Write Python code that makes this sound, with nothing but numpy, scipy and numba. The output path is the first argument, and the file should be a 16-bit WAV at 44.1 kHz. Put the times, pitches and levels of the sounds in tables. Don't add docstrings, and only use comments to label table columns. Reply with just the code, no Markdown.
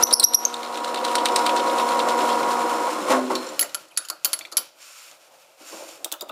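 import sys
import numpy as np
from scipy import signal
from scipy.fft import rfft, irfft, next_fast_len
from scipy.io import wavfile
from scipy.ndimage import uniform_filter1d
from numba import njit

SR = 44100
rng = np.random.default_rng(int(sys.argv[2]) if len(sys.argv) > 2 else 0)


def volts_from_decibels(level):
    exponent = np.asarray(level, float) / 20
    return 10 ** exponent


def to_wav(s):
    ch = np.atleast_2d(s).T
    pcm = np.round(np.clip(ch, -1, 1) * 32767)
    wavfile.write(sys.argv[1], SR, pcm.astype(np.int16))


N = 278271
TIME = np.arange(N) / SR
SWITCH_S = 2.883


def unit(x):
    return x / np.sqrt(np.mean(x ** 2))


def smooth(x, size):
    return uniform_filter1d(uniform_filter1d(x, size), size)


def colour(x, spectrum, peaks=()):
    size = next_fast_len(len(x))
    hz = np.maximum(np.arange(size // 2 + 1) * SR / size, 1)
    points = np.array(spectrum)
    db = np.interp(np.log(hz), np.log(points[:, 0]), points[:, 1], -90, -90)
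    for centre, width, top in peaks:
        db += top / (1 + (2 * (hz - centre) / width) ** 2)
    return unit(irfft(rfft(x, size) * volts_from_decibels(db), size)[:len(x)])


def passband(x, kind, hz, order=2):
    return signal.sosfilt(signal.butter(order, hz, kind, fs=SR, output="sos"), x)


def walk(rate_hz):
    hold = int(SR / rate_hz)
    goals = np.repeat(rng.standard_normal(N // hold + 1), hold)
    return unit(smooth(goals, hold)[:N])


def grit(spread_db):
    return rng.standard_normal(N) * volts_from_decibels(spread_db * np.minimum(rng.exponential(size=N), 5))


def add(out, s, sound):
    i = int(s * SR)
    out[i:i + len(sound)] += sound[:N - i]


def fade(t, t60):
    return np.exp(-np.log(1000) * t / t60)


def ring(t, hz, t60):
    return np.sin(2 * np.pi * hz * t) * fade(t, t60)


# start_s, length_s, first_pitch_hz, last_pitch_hz, level_db
SQUEAKS = [(0.0253, 0.0045, 5300, 5250, -11), (.030, 0.0031, 5600, 5700, -11),
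           (0.0331, 0.0022, 4700, 5100, -5.5), (.0345, 0.0066, 5680, 5870, 9.5),
           (0.126, 0.0075, 5200, 4900, -14), (0.131, 0.0088, 4470, 4530, -8),
           (0.136, 0.0067, 4680, 5670, 10), (0.1962, 0.0066, 5920, 4170, -3),
           (0.2017, 0.009, 4300, 4180, -9), (0.228, 0.0086, 4500, 4200, -13.5),
           (0.231, 0.0074, 4260, 3870, -10), (0.2378, 0.0059, 4730, 5280, -3),
           (0.2396, 0.012, 5560, 5730, 10), (.335, 0.0051, 5450, 3810, -16),
           (0.3437, 0.01, 5510, 5770, 7.5), (0.351, 0.0048, 5750, 5220, -5), (0.451, 0.004, 6800, 6160, 1),
           (0.453, 0.0075, 6280, 6300, -9), (0.541, 0.0053, 4600, 3550, -19)]


def squeaks():
    out = np.zeros(N)
    for s, length, first_hz, last_hz, db in SQUEAKS:
        u = np.linspace(0, 1, int(length * SR))
        pitch_shake, level_shake = uniform_filter1d(rng.standard_normal((2, 600)), 50)[:, :len(u)]
        hiss = rng.standard_normal(len(u))
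        hz = first_hz + (last_hz - first_hz) * (1 - (1 - u) ** 3)
        octave = volts_from_decibels(8.5 - 18 * np.abs(hz - 4804) / 1000)
        phase = 2 * np.pi * np.cumsum(hz * (1 + 0.13 * (pitch_shake - pitch_shake.mean()))) / SR
        phase += (0.39 if last_hz < first_hz else 0.12) * unit(smooth(hiss, 34))
        rise = np.sin(np.pi / 2 * np.minimum(u / 0.4, 1))
        stop = np.sin(np.pi / 2 * np.minimum((1 - u) / 0.25, 1))
        shape = (rise * stop) ** 1.2 * (1 + 0.72 * level_shake) * np.exp(-0.6 * u)
        if last_hz < first_hz - 200:
            shape *= 1 + 0.9 * smooth(hiss, 12)
        third = 0.21 * (last_hz < 4800) * np.sin(3 * phase)
        overtones = octave * (np.sin(2 * phase) + third + 0.011 * hiss)
        add(out, s, volts_from_decibels(db) * shape * (np.sin(phase) + overtones))
    return out


# pitch_hz, level_db (per Hz)
CUTTING_HISS = [(820, -9), (1400, 0.5), (1590, -10), (4070, -13.5), (4760, -15.5), (5390, -14),
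                (9530, -21.5), (15200, -27.5), (16200, -53.5), (16700, -87.5)]
# start_s, level_db
TICKS = [(0.632, -25.5), (0.726, -30), (0.7737, -21), (0.846, -20), (0.945, -19.5), (1.0497, -15.5),
         (1.1543, -9.5), (1.2568, -10), (1.361, -7), (1.4642, -12.5), (1.5647, -17.5), (1.668, -35),
         (1.7847, -20), (1.889, -19.5), (1.993, -19.5), (2.0875, -18.5), (2.19, -23), (2.2916, -23),
         (2.503, -32), (2.6437, -44), (2.6906, -49), (2.732, -29), (2.936, -40)]


def ticks():
    out, t = np.zeros(N), np.arange(2048) / SR
    for s, db in TICKS:
        bumps = [(4200, 1200, 10), (5300, 900, 10 + 0.9 * db), (8800, 2000, 17.5 + 0.55 * db),
                 (13000, 7000, 4 + 0.6 * db)]
        scrape = colour(rng.standard_normal(len(t)), CUTTING_HISS, bumps)
        scrape *= (1 - np.exp(-t / 0.0006)) * (np.exp(-t / 0.0028) + 0.16 * np.exp(-t / 0.015))
        scrape = passband(scrape, "high", 1700)
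        add(out, s - 0.001, volts_from_decibels(db + 1.5) * scrape)
        add(out, s + 0.029, volts_from_decibels(0.41 * db - 20) * scrape)
    return out


# start_s, level_db, pitch_hz, length_s
SWARF = [(0.642, -34, 3600, 0.01), (0.744, -35, 3950, 0.011), (0.843, -35, 4200, .012),
         (0.976, -29, 3000, .012), (1.083, -27.5, 3300, 0.011), (1.183, -23, 2870, 0.01),
         (1.262, -18, 2660, 0.0073), (1.286, -29, 3150, .015), (1.387, -28, 4300, .008),
         (1.469, -16, 2900, 0.0057), (1.4932, -20, 2800, 0.0092), (1.575, -28, 4000, .015),
         (1.596, -22, 2970, .008), (1.672, -33, 4000, .02), (1.698, -24, 2900, 0.0073),
         (1.798, -24, 2900, 0.013), (1.902, -30, 2900, 0.0093), (1.921, -29, 3300, .008),
         (2.001, -18, 2970, .006), (2.095, -27, 3800, .012), (2.206, -24.5, 2680, .012),
         (2.3, -28, 3250, 0.021), (2.33, -28, 3480, .008), (2.397, -33, 4000, 0.011),
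         (2.431, -28.5, 2800, 0.0096), (2.51, -34, 3800, .02)]


def swarf():
    out, t = np.zeros(N), np.arange(4096) / SR
    width = 0.41
    for s, db, hz, length in SWARF:
        noise = rng.standard_normal(len(t)) * volts_from_decibels(1.96 * rng.exponential(size=len(t)))
        scrape = unit(passband(noise, "band", [hz * (1 - width / 2), hz * (1 + width)]))
        add(out, s - 0.002, volts_from_decibels(db) * scrape * (1 - np.exp(-t / 0.0013)) * np.exp(-t / length))
    return out


# pitch_hz, width_hz, level_db
BRIGHT = [(2400, 2500, 2.5), (4200, 250, 3.5), (5300, 64, 9.5), (7250, 630, 6), (9380, 1900, 5.5),
          (11300, 390, 2.5)]


def chips(load):
    hiss = colour(grit(3.6), CUTTING_HISS, BRIGHT) * volts_from_decibels(1.1 * walk(29.93))
    turn_s, catch_s = 0.1032, 1.352
    bite = np.exp(-((TIME - catch_s) / turn_s % 1) / 0.44)
    hiss *= volts_from_decibels(3 * (bite - bite.mean()))
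    breaks = (rng.random(N) < 700 * bite / SR) * rng.standard_normal(N)
    breaks = signal.lfilter([1], [1, -0.992], np.abs(breaks)) * rng.standard_normal(N)
    breaks = colour(breaks, CUTTING_HISS, [(4000, 1500, 17), (2400, 1500, 3.8)])
    hiss += 0.65 * volts_from_decibels(-18 * np.maximum(TIME - 1.1, 0)) * breaks
    pause = np.zeros(N)
    for s, length, _, _, db in SQUEAKS:
        if db > 3:
            pause += (TIME > s) * np.exp(-np.abs(TIME - s - length) / 0.026)
    return hiss * volts_from_decibels(-16.5 * pause - 31.5 + 0.79 * load)


# multiple of the mains pitch, level_db
HUM_LINES = [(4, -40), (8, -34.5), (12, -34), (13, -39.5), (16, -26), (18, -39), (21, -40.5), (23, -43),
             (24, -42), (28, -53)]


def hum(load):
    mains_hz = 59.97
    belt_s, joint_s = 0.611, 1.379
    from_joint = (TIME - joint_s + belt_s / 2) % belt_s - belt_s / 2
    db = -26 + 0.96 * load - 1 * np.exp(-(from_joint / 0.041) ** 2)
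    main = volts_from_decibels(db - 337 * np.maximum(TIME - SWITCH_S, 0))
    slow = uniform_filter1d(main, SR // 4)
    top = max(line_db for _, line_db in HUM_LINES)
    out = np.zeros(N)
    for multiple, line_db in HUM_LINES:
        phase = 2 * np.pi * (multiple * mains_hz * TIME + 0.027 * walk(22) + rng.random())
        strength = main * volts_from_decibels(1.3 * walk(10)) if line_db == top else slow * volts_from_decibels(walk(3.7))
        out += np.sqrt(2) * volts_from_decibels(line_db - top + 1) * strength * np.sin(phase)
    return out


# pitch_hz, level_db (per Hz)
RUMBLE = [(24, -87), (40, -33), (91, -41), (184, -15.5), (233, -18), (425, -13.5), (486, -6), (658, -3),
          (715, -2.5), (804, -4), (951, -1), (1570, -17), (2200, -17.5), (2860, -42), (4840, -120)]
# pitch_hz, width_hz, level_db
CASTING = [(248, 11, 1), (311.4, 76, 17.5), (381.7, 28, 12.5), (523.7, 78, 12), (1074, 190, 9)]


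def gears(load):
    rumble = colour(grit(3), RUMBLE, CASTING) * volts_from_decibels(0.9 * walk(40))
    low = passband(rumble, "low", 830)
    rumble = low + (rumble - low) * volts_from_decibels(-19 * np.maximum(TIME - SWITCH_S, 0))
    return rumble * volts_from_decibels(-24 + load)


# start_s, level_db (of gear rumble)
LOAD = [(0.0, -23.5), (0.32, -33.5), (0.45, -35), (0.66, -33.5), (0.79, -31.5), (1.11, -26.5), (1.4, -24),
        (2.2, -23), (2.72, -24.5), (2.87, -24), (3.0, -27.5), (3.14, -21.5), (3.22, -32.5), (3.53, -33),
        (3.76, -52.5), (3.85, -52.5), (3.96, -62)]


def motor():
    s, db = np.array(LOAD).T
    load = np.interp(TIME, s, db, -150, -150) + 24
    return hum(load) + gears(load) + chips(load)


# peak_s, level_db, rise_s, fall_s, treble_db
CLUNKS = [
    (3.119, -12.5, 0.021, 0.017, -4.5),
    (3.134, -18.5, 0.0038, 0.045, -31),
    (3.306, -24, 0.0047, 0.06, -7.5),
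    (5.73, -42, 0.0088, 0.042, -45),
    (5.83, -43, 0.011, 0.024, -35),
]
# pitch_hz, level_db, decay_s (by 60 dB)
BED = [(249.6, -19, 1.24), (293, -40, .6), (381, -27, .6), (620, -18, 0.2), (1040, -15, 0.31),
       (1270, -42, 0.18)]


def clunks():
    low, high = colour(grit(0.29), RUMBLE, CASTING), colour(grit(4.3), CUTTING_HISS, BRIGHT)
    out = np.zeros(N)
    for s, db, rise, fall, treble_db in CLUNKS:
        shape = np.exp(np.where(TIME < s, (TIME - s) / rise, (s - TIME) / fall))
        out += volts_from_decibels(db) * shape * (low + volts_from_decibels(treble_db) * high)
    t = TIME[:SR // 2]
    bent = t + 18 / BED[0][0] * 0.11 * (1 - np.exp(-t / 0.11))
    bed = sum(volts_from_decibels(db) * ring(bent, hz, t60) for hz, db, t60 in BED)
    bed *= (1 - np.exp(-t / 0.0049)) / (1 + (t / 0.35) ** 12) * volts_from_decibels(2 * walk(25)[:len(t)])
    add(out, CLUNKS[0][0] - 0.018, bed)
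    return out


# pitch_hz, level_db (per Hz)
SHOP = [(24, -83), (40, -44.5), (129, -24), (175, -38.5), (325, -0.5), (425, -12), (538, -2), (1070, -12),
        (1830, -26.5), (2200, -24), (2860, -63), (4840, -120)]


def knocks(table, crack_spectrum, modes=(), ring_cycles=200, tail=0.018, snap=0.29, crack_s=0.0057):
    out, t = np.zeros(N), np.arange(8192) / SR
    for s, db, hz, ring_db, thud_db in table:
        crack_noise, flutter_noise, thud_noise = rng.standard_normal((3, len(t)))
        body = np.exp(-t / crack_s / volts_from_decibels(0.16 * ring_db))
        crack_shape = snap * np.exp(-t / 0.00027) + body + tail * np.exp(-t / 0.015)
        crack = colour(crack_noise, crack_spectrum) * crack_shape
        push_s = 1 / SR
        if modes:
            hz = min((mode[0] for mode in modes), key=lambda mode_hz: abs(mode_hz - hz))
            push_s = 0.003 * np.clip((-19 - db) / 3, 0.01, 1)
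        push = 1 - np.exp(-(t + 1 / SR) / push_s)
        flutter = 1 + (1.24 if hz < 6600 else 0.6) * unit(uniform_filter1d(flutter_noise, 70))
        own = flutter * ring(t, hz, ring_cycles / hz * (hz / 5000) ** 1.7)
        part = np.zeros(len(t))
        for mode_hz, mode_db, t60 in modes:
            level_shift, pitch_shift = rng.standard_normal(2)
            part += volts_from_decibels(mode_db + 3.9 * level_shift) * ring(t, mode_hz * (1 + 0.00071 * pitch_shift), t60)
        thud = colour(thud_noise, SHOP, [(1354, 610, 17), (642, 180, 3.2)])
        thud *= (t / 0.013) * np.exp(1 - t / 0.014)
        blow = 0.36 * crack + volts_from_decibels(ring_db) * own + flutter * part + volts_from_decibels(thud_db - db - 12) * thud
        add(out, s, volts_from_decibels(db) * push * blow)
    return out


# start_s, level_db, ring_pitch_hz, ring_db, thud_db
CRANK = [(3.5933, -4.5, 14570, -12, -45), (3.6099, -10, 11150, -0.5, -30), (3.627, -11.5, 7340, -10.5, -34),
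         (3.7456, -9, 11100, -15, -32), (3.882, -36, 4510, -14, -48), (3.91, -41, 11100, -7, -44),
         (3.9645, -34, 4540, 4, -60), (3.9739, -6.5, 10680, -9.5, -44), (3.9826, -19, 10700, -18, -37.5),
         (4.0498, -21, 11300, -34, -47), (4.0862, -19, 11100, -27, -55), (4.1004, -10.5, 10680, -27, -30),
         (4.2466, -4, 14000, -10, -30), (4.2542, -6.5, 4630, -29, -31.5), (4.3312, -4.5, 10680, -10, -35),
         (4.39, -18, 13950, -30, -36.5), (4.5158, -23, 4240, -19, -32.5), (4.523, -20.5, 4430, -7.5, -35),
         (4.5693, -2.5, 11170, -4.5, -42), (4.5788, -6.5, 14570, -20, -31)]
# pitch_hz, level_db (per Hz)
CRANK_CRACK = [(530, -43.5), (900, -16.5), (3090, -7.5), (3490, -9), (4570, -1.5), (8830, -6.5),
               (11000, -1), (12400, -10), (14400, -17), (16700, -49)]
HANDLE_HZ = [1390, 4480, 5400, 6900, 7250, 7700, 10680, 11150, 13950, 14570]
# level_db, decay_s (by 60 dB)
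HANDLE = [(-28, 0.099), (-21, 0.045), (-42, 0.043), (-20.5, 0.039), (-24, 0.036), (-26, 0.032), (-48, 0.12),
          (-41, 0.061), (-31, 0.056), (-37, 0.036)]


def crank():
    modes = [(hz, db, t60) for hz, (db, t60) in zip(HANDLE_HZ, HANDLE)]
    return knocks(CRANK, CRANK_CRACK, modes)


# start_s, level_db, ring_pitch_hz
TAPS = [(0.07, -21.5, 5730), (0.1097, -21, 5570), (3.353, -19, 4070), (3.468, -37, 5640),
        (3.491, -34, 7250), (3.693, -37, 2930), (4.411, -40, 2340), (4.4514, -36, 2400), (4.47, -44, 4500),
        (5.1136, -42.5, 7020), (5.249, -67, 6760)]
# pitch_hz, level_db (per Hz)
TAP_CRACK = [(880, -57), (1500, -16.5), (3320, -7.5), (4320, 2), (4930, -44), (5500, -8), (6150, -10.5),
             (14600, -23), (16700, -59)]


def taps():
    table = [(s, db, hz, -8, -40 + 0.25 * (db + 30)) for s, db, hz in TAPS]
    return knocks(table, TAP_CRACK, ring_cycles=220, tail=0.93, snap=0.05, crack_s=0.0063)


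# start_s, level_db, ring_pitch_hz, ring_db, thud_db
KEY = [
    (6.0452, -10.5, 4000, -18, -32),
    (6.0518, -26, 3440, -11, -49),
    (6.1173, -20.5, 3760, -6.5, -26.5),
    (6.1235, -10, 3600, -23, -44),
    (6.1385, -27, 2950, -6, -49),
    (6.2092, -19, 3920, -12, -28),
    (6.2213, -27.5, 3860, -6, -47),
    (6.2887, -36, 4720, -8, -46),
    (6.2935, -34.5, 3530, 2.5, -26),
]
# pitch_hz, level_db (per Hz)
KEY_CRACK = [(530, -28), (900, -12), (1450, -35), (2220, -53), (2700, -2), (3760, -2), (5900, -4.5),
             (7270, 0), (11000, -3), (14900, 0), (16700, -3)]


def chuck_key():
    return knocks(KEY, KEY_CRACK, ring_cycles=110, tail=0.13, snap=0.68, crack_s=0.0046)


# start_s, pitch_hz, level_db,
# decay_s (by 60 dB)
PINGS = [(3.353, 4480, -18, 0.035), (3.353, 4200, -35, 0.5), (3.352, 5530, -23, 0.041),
         (3.353, 7250, -25, .04), (3.466, 5600, -36, 0.046), (3.466, 7250, -31, .04),
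         (3.488, 5620, -36, .04), (3.489, 7250, -34, .08), (3.595, 2960, -19, 0.025),
         (3.612, 4540, -23, .05), (3.625, 1890, -23, 0.047), (3.746, 3010, -25, 0.028),
         (3.746, 4500, -27, .04), (3.909, 3050, -47, .06), (3.914, 2500, -47, 0.087),
         (3.973, 1920, -21, 0.029), (3.977, 1463, -39, 0.42), (3.978, 3760, -38, 0.14),
         (4.049, 3060, -36, .03), (4.086, 4600, -38, .03), (4.086, 3100, -36, .03),
         (4.099, 1110, -25.5, 0.039), (4.102, 1393, -42, 0.38), (4.12, 4450, -42, .15),
         (4.247, 3090, -22, 0.052), (4.248, 4670, -23, 0.051), (4.25, 1400, -40, 0.26),
         (4.331, 4460, -10, 0.038), (4.332, 3020, -27, 0.031), (4.333, 2010, -28, 0.049),
         (4.41, 2320, -29, 0.037), (4.411, 3500, -31, .03), (4.416, 4470, -39, 0.14),
         (4.451, 2350, -28.5, 0.028), (4.451, 3450, -30.5, .03), (4.524, 4460, -31, 0.05),
         (4.57, 3080, -22, 0.061), (4.571, 5400, -17.5, 0.061), (4.578, 4680, -21, 0.059),
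         (4.58, 1150, -28, 0.067), (4.589, 506, -34, .1), (3.595, 11150, -16, 0.1),
         (3.594, 14300, -20, .09), (4.248, 14030, -20, 0.11), (4.248, 11150, -25, 0.11),
         (4.333, 11200, -23, 0.099), (4.391, 14100, -47, 0.12), (4.569, 11150, -28, 0.1),
         (4.57, 14570, -29, 0.11), (4.57, 14100, -25, .12),
         (6.046, 3650, -28.5, .05), (6.046, 9000, -33, .015), (6.055, 648, -29, 0.058),
               (6.118, 3520, -28, 0.065), (6.118, 9400, -32, 0.014), (6.127, 620, -43, 0.089),
               (6.128, 1473, -39, 0.12), (6.138, 3000, -46, .07), (6.194, 3700, -42, 0.072),
               (6.21, 3740, -24.5, 0.042), (6.21, 4800, -29, 0.036), (6.22, 7140, -23, .015),
               (6.224, 568, -25.5, 0.064), (6.293, 2670, -36, .05), (6.294, 1160, -33, .06),
               (6.298, 620, -29, .1), (6.302, 3740, -37.5, .04),
         (2.872, 870, -19, 0.085), (2.949, 295, -21, 0.17), (3.01, 290, -23, 0.17),
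                 (3.125, 1458, -22, .25), (3.17, 584, -20, 0.24), (3.21, 378.3, -27.5, 0.97),
                 (3.3, 1074, -23.5, 0.31), (3.3, 910, -23, 0.11), (3.305, 328, -22.5, 0.34),
                 (3.975, 10680, -32, 0.16), (4.101, 10680, -36, 0.11), (4.333, 14000, -33, .12),
                 (3.519, 527, -31, 0.21), (5.607, 304, -40, 0.12), (5.655, 310, -48, .08),
                 (5.725, 334, -40, .15), (5.74, 537, -33, 0.1), (5.82, 542, -33.5, .1),
                 (5.839, 290, -48, .08)]


def pings():
    out, t = np.zeros(N), np.arange(16384) / SR
    for s, hz, db, t60 in PINGS:
        beat, wander = smooth(rng.standard_normal((2, len(t))), 70)
        rough = 0.92 * np.clip(1.1 - hz / 6600, 0.1, 0.8)
        tone = np.sin(2 * np.pi * hz * t + rough * unit(wander)) * fade(t, t60)
        swell = 1 - np.exp(-t * hz / 2.1)
        add(out, s, volts_from_decibels(db) * (1 + rough * unit(beat)) * swell * tone)
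    return out


# start_s (of full force),
# hold_s, rub_db, murmur_db
MOVES = [(3.612, 0.032, -40, -39.5), (3.7, 0.11, -48, -50), (3.996, 0.16, -51.5, -63),
         (4.29, 0.13, -44, -47), (4.583, 0.075, -48, -47), (4.825, 0.29, -43, -67),
         (5.115, 0.037, -49.5, -52), (5.213, 0.07, -51.5, -69), (5.315, 0.11, -53, -52.5),
         (5.431, .12, -55.5, -53.5), (5.622, 0.04, -47, -48), (5.672, 0.28, -41.5, -47),
         (5.732, 0.34, -48, -42), (6.19, 0.027, -57, -49), (6.276, 0.036, -56, -45.5)]


def effort(rest_db, column):
    db = np.full(N, float(rest_db))
    for row in MOVES:
        since = TIME - row[0]
        early, held, late = np.maximum(-since, 0), np.maximum(since, 0), np.maximum(since - row[1], 0)
        db = np.maximum(db, row[column] - 211 * early - 15 * held - 150 * late)
    return volts_from_decibels(db)


# pitch_hz, level_db (per Hz)
SLIDE = [(820, -17), (1400, -8.5), (1810, -16.5), (2530, -9), (3280, -13.5), (5970, -16), (7350, -17.5),
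         (14700, -22), (16200, -45), (16700, -71.5)]
# pitch_hz, width_hz, level_db
WAYS = [(2190, 170, -1), (2820, 400, 0.5), (4600, 220, 6), (5480, 520, 7.5), (6560, 150, 9),
        (7250, 440, 11), (9100, 540, 7.5)]


def rub():
    noise = grit(2.7) * volts_from_decibels(1.6 * walk(25))
    force = effort(-58.5, column=2)
    sing = np.clip(force / volts_from_decibels(-43.5), 0, 1)
    return force * (sing * colour(noise, SLIDE, WAYS) + (1 - sing) * colour(noise, SLIDE))


# a list of pitch_hz, level_db (per Hz), then its overall level_db
AIR = [(15, -68), (25, -19.5), (107, -13.5), (135, -3), (168, -8), (300, -6), (390, -48), (660, -120)], -72


def murmur():
    stir = effort(-58, column=3)
    low = colour(grit(4.2), SHOP, [(570, 750, 6.3)]) * volts_from_decibels(1.7 * walk(25))
    thin = passband(low, "high", 350, order=4)
    low = thin + (low - thin) * np.clip(stir / volts_from_decibels(-44.5), 0, 1) ** 1.1
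    spectrum, air_db = AIR
    air_db = air_db + 10.5 - 5.5 * np.maximum(TIME - SWITCH_S, 0) + 1.2 * walk(3.7)
    air = colour(rng.standard_normal(N), spectrum) * volts_from_decibels(air_db)
    return low * stir + air * np.minimum(stir / volts_from_decibels(-52.5), 1) ** 1.2


def room_echo(sound):
    t = TIME[:SR // 2]
    noise = rng.standard_normal(len(t))
    dull = passband(noise, "low", 5200)
    walls = dull * fade(t, 0.39) + (noise - dull) * fade(t, 0.21)
    walls *= 1 - np.exp(-t / 0.002)
    return volts_from_decibels(-15.5) * signal.fftconvolve(sound, walls / np.sqrt(np.sum(walls ** 2)))[:N]


def scene():
    drill = squeaks() + ticks()
    hands = crank() + taps() + chuck_key()
    sharp = passband(drill + swarf() + hands, "high", 227, order=4) + clunks()
    sharp += passband(pings(), "high", 240, order=4)
    shank = volts_from_decibels(-0.5) * passband(drill, "high", 7800, order=4)
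    mono = sharp + room_echo(sharp + shank) + motor() + rub() + murmur()
    return np.array([mono, mono])


@njit
def follow(x, attack, release):
    y, e = np.empty(len(x)), 0.
    for i in range(len(x)):
        e += (x[i] - e) * (attack if x[i] > e else release)
        y[i] = e
    return y


def band_limit(x):
    return signal.sosfilt(signal.butter(12, 16820, fs=SR, output="sos"), x)


def record(dry):
    ahead = np.abs(np.roll(dry[0], -80))
    heard = follow(ahead, 1 / (0.0015 * SR), 1 / (0.042 * SR))
    gain = np.maximum(heard / volts_from_decibels(-11.5), 1) ** -0.6
    soft = 1.228 * np.tanh(dry * gain / 1.396)
    cut = passband(passband(soft, "high", 63.5, order=1), "low", 15500, order=10)
    return band_limit(np.clip(cut, -0.97, 0.97))


dry = scene()
out = record(dry)
to_wav(out)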